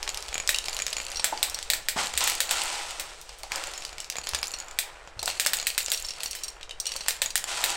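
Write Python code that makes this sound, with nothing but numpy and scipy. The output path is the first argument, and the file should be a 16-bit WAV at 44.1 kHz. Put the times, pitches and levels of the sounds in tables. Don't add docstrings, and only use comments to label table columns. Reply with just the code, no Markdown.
import sys
import numpy as np
from scipy import signal
from scipy.fft import rfft, irfft
from scipy.io import wavfile
from scipy.ndimage import uniform_filter1d

SR = 44100
rng = np.random.default_rng(int(sys.argv[2]) if len(sys.argv) > 2 else 0)


def unload_audio(sound):
    columns = np.transpose(np.atleast_2d(sound))
    steps = np.round(np.clip(columns, -1, 1) * 32767)
    wavfile.write(sys.argv[1], SR, steps.astype(np.int16))


N = 342216

# pitch_hz, level_db
GLASS_ON_WOOD = [(100, -26), (270, -21), (480, -6.5), (1500, -4.5), (2500, 3.5), (5200, 6.5), (8000, 3),
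                 (9200, -9.5), (11000, -8.5), (16000, -22)]
# pitch_hz, level_db
GLASS_BELOW = [(100, -54), (500, -5.5), (1800, -16), (3000, 2.5), (5000, 5.5), (8500, 3), (11000, -10.5),
               (16000, -29)]


def undb(db):
    return 10 ** (np.asarray(db) / 20)


def unit(x):
    return x / np.sqrt(np.mean(x ** 2))


def curve(rows, column=1):
    rows = np.array(rows)
    return np.interp(np.arange(N) / SR, rows[:, 0], rows[:, column])


def at_hz(points, hz):
    pitches, values = np.transpose(points)
    return np.interp(np.log(hz + 1), np.log(pitches), values)


def fade(fade_s, size):
    return np.exp(-np.log(1000) * np.arange(size) / SR / max(fade_s, 1 / SR))


def swell(start_s, hold_s, rise_s, fall_db_per_s):
    t = np.arange(N) / SR - start_s
    return np.clip(t / rise_s, 0, 1) * undb(-fall_db_per_s * np.maximum(t - rise_s - hold_s, 0))


def add(out, start_s, sound):
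    i = int(np.clip(start_s * SR, 0, N - 1))
    out[i:i + len(sound)] += sound[:N - i]


def resonate(x, hz, width_hz):
    return signal.lfilter(*signal.iirpeak(hz, hz / width_hz, fs=SR), x)


def log_response(points, size):
    cepstrum = irfft(np.log(undb(at_hz(points, np.fft.rfftfreq(size, 1 / SR)))))
    cepstrum[1:size // 2] *= 2
    cepstrum[size // 2 + 1:] = 0
    return rfft(cepstrum)


def colour(x, points, size=4096):
    return signal.oaconvolve(x, irfft(np.exp(log_response(points, size))))[:len(x)]


def scatter(fade_s, count, size):
    echoes = rng.standard_normal((count, size // 2)) * fade(fade_s, size // 2)
    return rfft(echoes / np.linalg.norm(echoes, axis=1, keepdims=True), size)


def wander(per_s):
    step = int(SR / per_s)
    return uniform_filter1d(np.repeat(rng.standard_normal(N // step + 1), step), step)[:N]


def impacts(per_s, spread_db):
    out, when = np.zeros(N), np.flatnonzero(rng.random(N) < per_s / SR)
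    strength = undb(spread_db * np.minimum(rng.exponential(size=len(when)), 4))
    out[when] = strength * rng.choice([-1, 1], len(when))
    return unit(out)


def hits(rows, tone, notes, detune, groove_db, groove_fade_s, track_db, track_fade_s, ring_share):
    size, ring_size = 8192, 2048
    starts, level_db, tilt_db_per_octave = np.transpose(rows)[:, :, None]
    tilt = np.exp(tilt_db_per_octave * log_response([(SR / 64, 0), (SR / 2, 5)], size))
    click = np.exp(log_response(tone, size))
    click /= np.abs(irfft(click)).max()
    t, ring = np.arange(ring_size) / SR, 0
    for hz, fade_s, db in notes:
        pitch_hz = hz * (1 + detune * rng.standard_normal(starts.shape))
        ring += undb(db) * fade(fade_s, ring_size) * np.cos(2 * np.pi * pitch_hz * t)
    ring = rfft(ring, size)
    walls = 1 + undb(groove_db) * scatter(groove_fade_s, len(rows), size)
    direct = irfft(tilt * (click + ring) * walls)
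    track = irfft(tilt * (click + ring_share * ring) * scatter(track_fade_s, len(rows), size))
    direct, track = (x / np.linalg.norm(x, axis=1, keepdims=True) for x in (direct, track))
    drying_db_per_db, middling_db = 0.29, -31.5
    track_gain = undb(track_db - drying_db_per_db * (level_db - middling_db))
    hit_gain = np.sqrt(.003 * SR) * undb(level_db)
    out = np.zeros(N)
    for start_s, sound in zip(starts[:, 0], hit_gain * (direct + track_gain * track)):
        add(out, start_s, sound)
    return out


def rolling_levels():
    # time_s, drum_db, hiss_db
    steady = [(0, -46, -50.5), (0.85, -47, -45.5), (1.5, -45.5, -44.5), (1.85, -53.5, -51),
              (2.7, -40.5, -39.5), (3.2, -56.5, -57), (3.75, -52, -48), (3.95, -53.5, -57), (4.4, -46, -66),
              (4.8, -48, -52.5), (5.15, -52.5, -61.5), (5.45, -50, -47), (6.0, -50.5, -48.5),
              (6.45, -52, -48), (6.68, -54, -77), (6.92, -50.5, -42), (7.3, -56.5, -57), (7.76, -37.5, -47)]
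    # start_s, hold_s, drum_db, hiss_db, fall_db_per_s
    surges = [(1.953, 0.026, -33.5, -29, 130), (2.19, .07, -34.5, -28.5, 152),
              (2.478, 0.19, -37.5, -33, 34.5), (3.49, 0.037, -39, -40.5, 38),
              (5.262, 0.0083, -49, -35, 215), (7.457, 0.19, -38, -33, 55)]
    drum, hiss = undb(curve(steady, column=1)), undb(curve(steady, column=2))
    for start_s, hold_s, drum_db, hiss_db, fall in surges:
        speed = swell(start_s, hold_s, rise_s=0.03, fall_db_per_s=fall)
        drum = np.hypot(drum, undb(drum_db) * speed)
        hiss = np.hypot(hiss, undb(hiss_db) * speed ** 1.07)
    return 20 * np.log10(drum), 20 * np.log10(hiss)


def rolling():
    # pitch_hz, level_db
    board_tone = [(60, -33.5), (140, -14.5), (220, -21.5), (340, -8.5), (470, -7), (620, -1), (900, -1),
                  (1150, -1), (1500, -2), (2500, -6), (5000, -21.5), (16000, -62)]
    # pitch_hz, level_db
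    hiss_tone = [(300, -21), (1000, -21), (2000, 1), (3200, 2), (5700, -0.5), (7000, -2), (8300, 0.5),
                 (9400, -8.5), (12000, -18.5), (16000, -28)]
    # pitch_hz, width_hz, level_db
    wood_notes = [(328, 34, -8.5), (543, 7.7, 0), (740, 55, -16), (916, 21, -28)]
    # pitch_hz, width_hz, level_db
    groove_notes = [(817, 150, 4.5), (981, 45, 7.5), (1425, 280, 1.5), (3080, 2100, -23)]
    drum_db, hiss_db = rolling_levels()
    bumps = impacts(per_s=2500, spread_db=3) * undb(2.3 * wander(per_s=45))
    wood_ring = sum(undb(db) * resonate(bumps, hz, width) for hz, width, db in wood_notes)
    boards = colour(bumps + wood_ring, board_tone)
    grit = impacts(per_s=8000, spread_db=3.5) * undb(1.6 * wander(per_s=70))
    groove = sum(undb(db) * resonate(resonate(grit, hz, width), hz, width)
                 for hz, width, db in groove_notes)
    full_roll_db = -33
    hollow = np.clip(0.69 * undb(drum_db - full_roll_db), 0, .7)
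    drum = np.sqrt(1 - hollow) * unit(boards) + np.sqrt(hollow) * unit(groove)
    return drum * undb(drum_db) + unit(colour(grit, hiss_tone)) * undb(hiss_db)


def rumble():
    # time_s, level_db
    levels = [(0, -44.5), (3.0, -49.5), (7.76, -49.5)]
    # pitch_hz, level_db
    tone = [(15, 4), (30, -1), (62, -5), (80, -19.5), (105, -32), (150, -17), (220, -42), (450, -14.5),
            (1500, -34.5), (8000, -54), (16000, -64)]
    return undb(curve(levels)) * unit(colour(rng.standard_normal(N), tone))


def rattling():
    # start_s, hold_s, level_db
    bouts = [(0.025, 0.19, -46.5), (0.598, 0.45, -42), (2.013, 0.57, -39.5), (3.56, 0.21, -46),
             (4.16, 0.36, -43), (5.19, 0.79, -43), (6.152, 0.24, -48), (6.844, 0.19, -45),
             (7.522, .26, -36)]
    walls = irfft(scatter(fade_s=0.0078, count=1, size=2048))[0]
    blurred = signal.oaconvolve(impacts(per_s=100, spread_db=5.0), walls)[:N]
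    taps = unit(colour(blurred, GLASS_ON_WOOD))
    jostle = impacts(per_s=45, spread_db=4)
    glass_ring = unit(resonate(jostle, hz=7170, width_hz=240)
                      + undb(-14.5) * resonate(jostle, hz=9950, width_hz=200)
                      + undb(-15) * resonate(jostle, hz=12150, width_hz=200))
    volume = sum(undb(db) * swell(start_s, hold_s, rise_s=0.042, fall_db_per_s=104)
                 for start_s, hold_s, db in bouts)
    return (taps + undb(-5.5) * glass_ring) * volume


def ticks():
    # start_s, level_db, tilt_db_per_octave
    taps = [(0.0293, -25, .5), (0.0775, -24.5, -4.5), (0.1452, -28.5, 0), (0.1741, -26, 0),
            (0.2256, -32.5, 1.5), (0.2885, -32.5, -1), (0.4757, -19, 2), (0.5616, -26, 1), (0.6576, -31, 1),
            (0.684, -23, -3.5), (0.7304, -28.5, -2), (0.7669, -25.5, 1), (0.79, -26.5, -3),
            (0.8662, -21.5, -.5), (0.8808, -29.5, -3), (0.9322, -25.5, -0.5), (1.1173, -30, -2),
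            (1.3759, -29, -2), (1.4983, -28, 5), (1.5889, -28.5, -1), (1.6278, -28, 2), (2.0349, -29, 1),
            (2.1388, -27, -4), (2.2076, -21.5, -2), (2.2991, -20.5, 12), (2.3521, -26.5, 4),
            (3.2144, -39, 8), (3.2932, -36, -4), (3.3859, -42.5, 16), (3.4336, -32, 0),
            (3.5195, -22.5, -2.5), (3.5589, -24.5, 5), (3.6388, -28, 1), (3.7368, -31.5, -3.5),
            (3.8226, -34, -2), (3.851, -28, 1.5), (3.9827, -32, -2.5), (4.003, -27.5, 2), (4.0449, -35, 1),
            (4.1005, -23.5, 2.5), (4.1239, -33.5, -4), (4.1563, -30, -6.5), (4.271, -24.5, -4),
            (4.2911, -25, 3), (4.3126, -36, -4), (4.3352, -26.5, -6), (4.3478, -19, -1), (4.3515, -23, -1),
            (4.4299, -20, -1.5), (4.4566, -36, 3), (4.4707, -31.5, 4), (5.075, -39, -7),
            (5.2298, -24.5, 3.5), (5.2585, -22, 5), (5.3889, -49, 6), (5.4701, -18, 5),
            (5.5996, -24.5, -2.5), (5.8831, -27.5, -3), (6.0002, -35, 11), (6.2053, -29.5, -1.5),
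            (6.6113, -40, -4.5), (7.0627, -32, -5.5), (7.1078, -24, -.5), (7.3778, -22, 2.5),
            (7.7148, -33, -2)]
    # pitch_hz, fade_s, level_db
    notes = [(2360, 0.015, -22), (4200, 0.018, -20.5), (5070, 0.039, -21), (8050, 0.006, -10)]
    return hits(taps, GLASS_ON_WOOD, notes, detune=0.13, groove_db=1.0, groove_fade_s=0.0052,
                track_db=-4.0, track_fade_s=0.15, ring_share=0.31)


def pings():
    # start_s, level_db, tilt_db_per_octave
    taps = [(0.0921, -22.5, -1), (0.3287, -30, -6.5), (0.3431, -21.5, -2), (0.3553, -23.5, -7),
            (0.38, -22.5, -3), (0.4007, -23, -3.5), (0.8003, -25.5, -4.5), (0.8212, -21, -1.5),
            (0.968, -23, -3), (0.9831, -27, -3), (1.0013, -26, -4.5), (2.1533, -31, -3), (2.2404, -19, 11),
            (2.9087, -30.5, -0.5), (3.7564, -45, -3), (3.7778, -29.5, -1.5), (3.9295, -37, -4.5),
            (4.1676, -28, -2), (4.1849, -23.5, -4), (4.3884, -28.5, -3), (4.5874, -33, 2),
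            (4.6015, -27.5, -1), (4.6841, -38, -2), (4.7115, -36.5, 1), (5.5699, -24, 5),
            (5.6276, -28, -4.5), (5.9024, -25, 3), (7.2602, -20.5, -2), (7.4413, -23, -2.5)]
    # pitch_hz, fade_s, level_db
    notes = [(2400, 0.019, -19.5), (7080, 0.012, -8.5), (6780, 0.028, -8), (10100, 0.014, -30),
             (12400, .015, -48)]
    return hits(taps, GLASS_ON_WOOD, notes, detune=0.0022, groove_db=-1.0, groove_fade_s=0.004,
                track_db=-6, track_fade_s=0.092, ring_share=0.37)


def clacks():
    # start_s, level_db, tilt_db_per_octave
    collisions = [(0.4916, -13.5, 0), (1.2434, -14, -.3), (1.4289, -14.5, 0), (1.7015, -14, 0),
                  (1.735, -19.5, 0), (1.8859, -17, 0.5), (2.1764, -17, .7), (2.2753, -19, 1.5),
                  (2.4044, -16, 0.3), (2.5106, -18, -0.5), (2.9976, -27, 0.3), (4.7883, -16.5, 1.5),
                  (5.2778, -24, -2.5), (5.3981, -15, .2), (5.4628, -16, -1), (5.5342, -17, 1),
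                  (5.6694, -16, 1.5), (5.7793, -15.5, 0.7), (5.918, -16.5, 0.5), (6.2336, -27, 1.5),
                  (6.3513, -32.5, 2), (7.0837, -15, 0.5), (7.2187, -16.5, -0.7), (7.3561, -15.5, .5),
                  (7.64, -16, 1)]
    # pitch_hz, level_db
    tone = [(100, -23), (300, -39.5), (550, -5.5), (1200, -16.5), (1800, -2), (4500, -0.5), (6200, -4),
            (8300, 1), (9600, -8), (12500, -6.5), (16000, -8.5)]
    # pitch_hz, fade_s, level_db
    notes = [(1883, 0.0082, -16), (2450, 0.012, -22), (3550, 0.008, -28), (3946, 0.0061, -13.5),
             (7380, 0.0065, -21.5), (7830, 0.014, -23)]
    return hits(collisions, tone, notes, detune=0.025, groove_db=-0.5, groove_fade_s=0.0034,
                track_db=2.5, track_fade_s=0.13, ring_share=0.084)


def knocks():
    # start_s, level_db, tilt_db_per_octave
    blows = [(0.5453, -16, -.5), (0.5856, -18, 3), (2.6364, -23.5, 17), (5.8615, -21.5, 3),
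             (6.6302, -31.5, -1.5), (6.6941, -34, -4), (6.7095, -29, -2), (6.856, -25.5, 0.5),
             (7.7024, -21.5, 8)]
    # pitch_hz, fade_s, level_db
    notes = [(2620, .03, -39), (2820, 0.068, -21.5), (3120, 0.018, -21), (3820, 0.014, -15),
             (8300, .02, -50)]
    return hits(blows, GLASS_BELOW, notes, detune=0.0044, groove_db=9.0, groove_fade_s=0.011,
                track_db=-7, track_fade_s=0.16, ring_share=0.61)


def long_rings(size=16384):
    # start_s, pitch_hz, level_db, fade_s
    notes = [(0.546, 2990, -34, 0.16), (3.735, 5360, -44, .35), (6.35, 3070, -46, 0.37),
             (6.351, 4010, -41.5, 0.32), (6.35, 5320, -43, .35), (6.709, 3000, -40, 0.14),
             (6.856, 2930, -37, 0.28)]
    out, t = np.zeros(N), np.arange(size) / SR
    for start_s, hz, db, fade_s in notes:
        add(out, start_s, undb(db) * fade(fade_s, size) * np.sin(2 * np.pi * hz * t))
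    return out


def chinks():
    # start_s, level_db, tilt_db_per_octave
    landings = [(1.1578, -29.5, -4), (1.1709, -28.5, -0.5), (1.1961, -25.5, -5.5), (1.5449, -27, 3),
                (4.5385, -28.5, -3), (5.1927, -31, -2.5), (5.9353, -24.5, -0.5), (5.9746, -30.5, 4),
                (6.0476, -30.5, -1.5), (6.0855, -32, 0), (6.1065, -31, -2.5), (6.259, -26, -1.5),
                (6.3104, -28, 5), (6.4353, -28, 5.5), (6.4439, -36, 3), (6.4817, -31.5, 1.5),
                (6.8008, -23.5, 6), (6.8669, -22.5, 1.5), (6.919, -28.5, -1), (6.9631, -28.5, 3),
                (7.0079, -32, -4.5), (7.3048, -32, 1)]
    # pitch_hz, fade_s, level_db
    notes = [(2860, 0.02, -17.5), (4200, 0.029, -12), (4520, 0.023, -7.5), (5440, 0.029, -15),
             (5640, 0.033, -6), (8480, 0.028, -10.5), (8300, 0.023, -37), (10200, .03, -49)]
    return hits(landings, GLASS_BELOW, notes, detune=0.02, groove_db=11, groove_fade_s=0.012,
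                track_db=-0.5, track_fade_s=0.07, ring_share=0.51)


def thuds(size=16384):
    # start_s, level_db, pitch_hz, width_hz, fade_s
    blows = [(1.324, -21.5, 815, 300, 0.074), (1.322, -43, 328, 210, 0.23), (1.96, -32.5, 140, 150, 0.085),
             (1.962, -29.5, 900, 820, 0.27), (1.986, -28, 1200, 1720, 0.2), (2.135, -36, 50, 23, 0.36),
             (2.212, -30, 920, 350, 0.09), (3.433, -38.5, 780, 520, 0.15), (4.328, -39.5, 50, 36.6, 0.18),
             (5.161, -36.5, 66, 28, 0.19), (5.227, -35, 650, 600, 0.11), (5.276, -27, 805, 603, 0.072),
             (6.954, -31.5, 700, 506, 0.059)]
    out = np.zeros(N)
    for start_s, db, hz, width, fade_s in blows:
        shake = resonate(resonate(rng.standard_normal(size), hz, width), hz, width)
        add(out, start_s, undb(db) * unit(shake) * fade(fade_s, size))
    return out


def room(x, echo_db, build_s, size=22050):
    # pitch_hz, fade_s
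    decay = [(200, 0.89), (2000, 0.35), (7000, 0.28), (14000, 0.18)]
    pitches, fades = np.transpose(decay)
    noise, hz = rfft(rng.standard_normal(size)), np.fft.rfftfreq(size, 1 / SR)
    bands = [irfft(noise * at_hz(np.c_[pitches, share], hz)) for share in np.eye(len(pitches))]
    tail = sum(band * fade(fade_s, size) for band, fade_s in zip(bands, fades))
    tail *= np.clip(np.arange(size) / SR / build_s, 0, 1)
    return x + undb(echo_db) * signal.fftconvolve(x, tail / np.linalg.norm(tail))[:N]


def scene():
    top = undb(1.5) * clacks()
    rest = (undb(-0.2) * ticks() + undb(-0.8) * pings() + undb(1.5) * chinks() + undb(-2.0) * knocks()
            + long_rings() + rattling() + thuds() + rolling())
    mix = rumble() + room(top, echo_db=-13.0, build_s=0.032) + room(rest, echo_db=-13.5, build_s=0.014)
    return mix[None]


def record(dry):
    ceiling, top_hz = 0.67, 15800
    rounded = ceiling * np.tanh(dry / ceiling)
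    return signal.sosfilt(signal.ellip(10, .2, 70, top_hz, fs=SR, output="sos"), rounded)


dry = scene()
out = record(dry)
unload_audio(out)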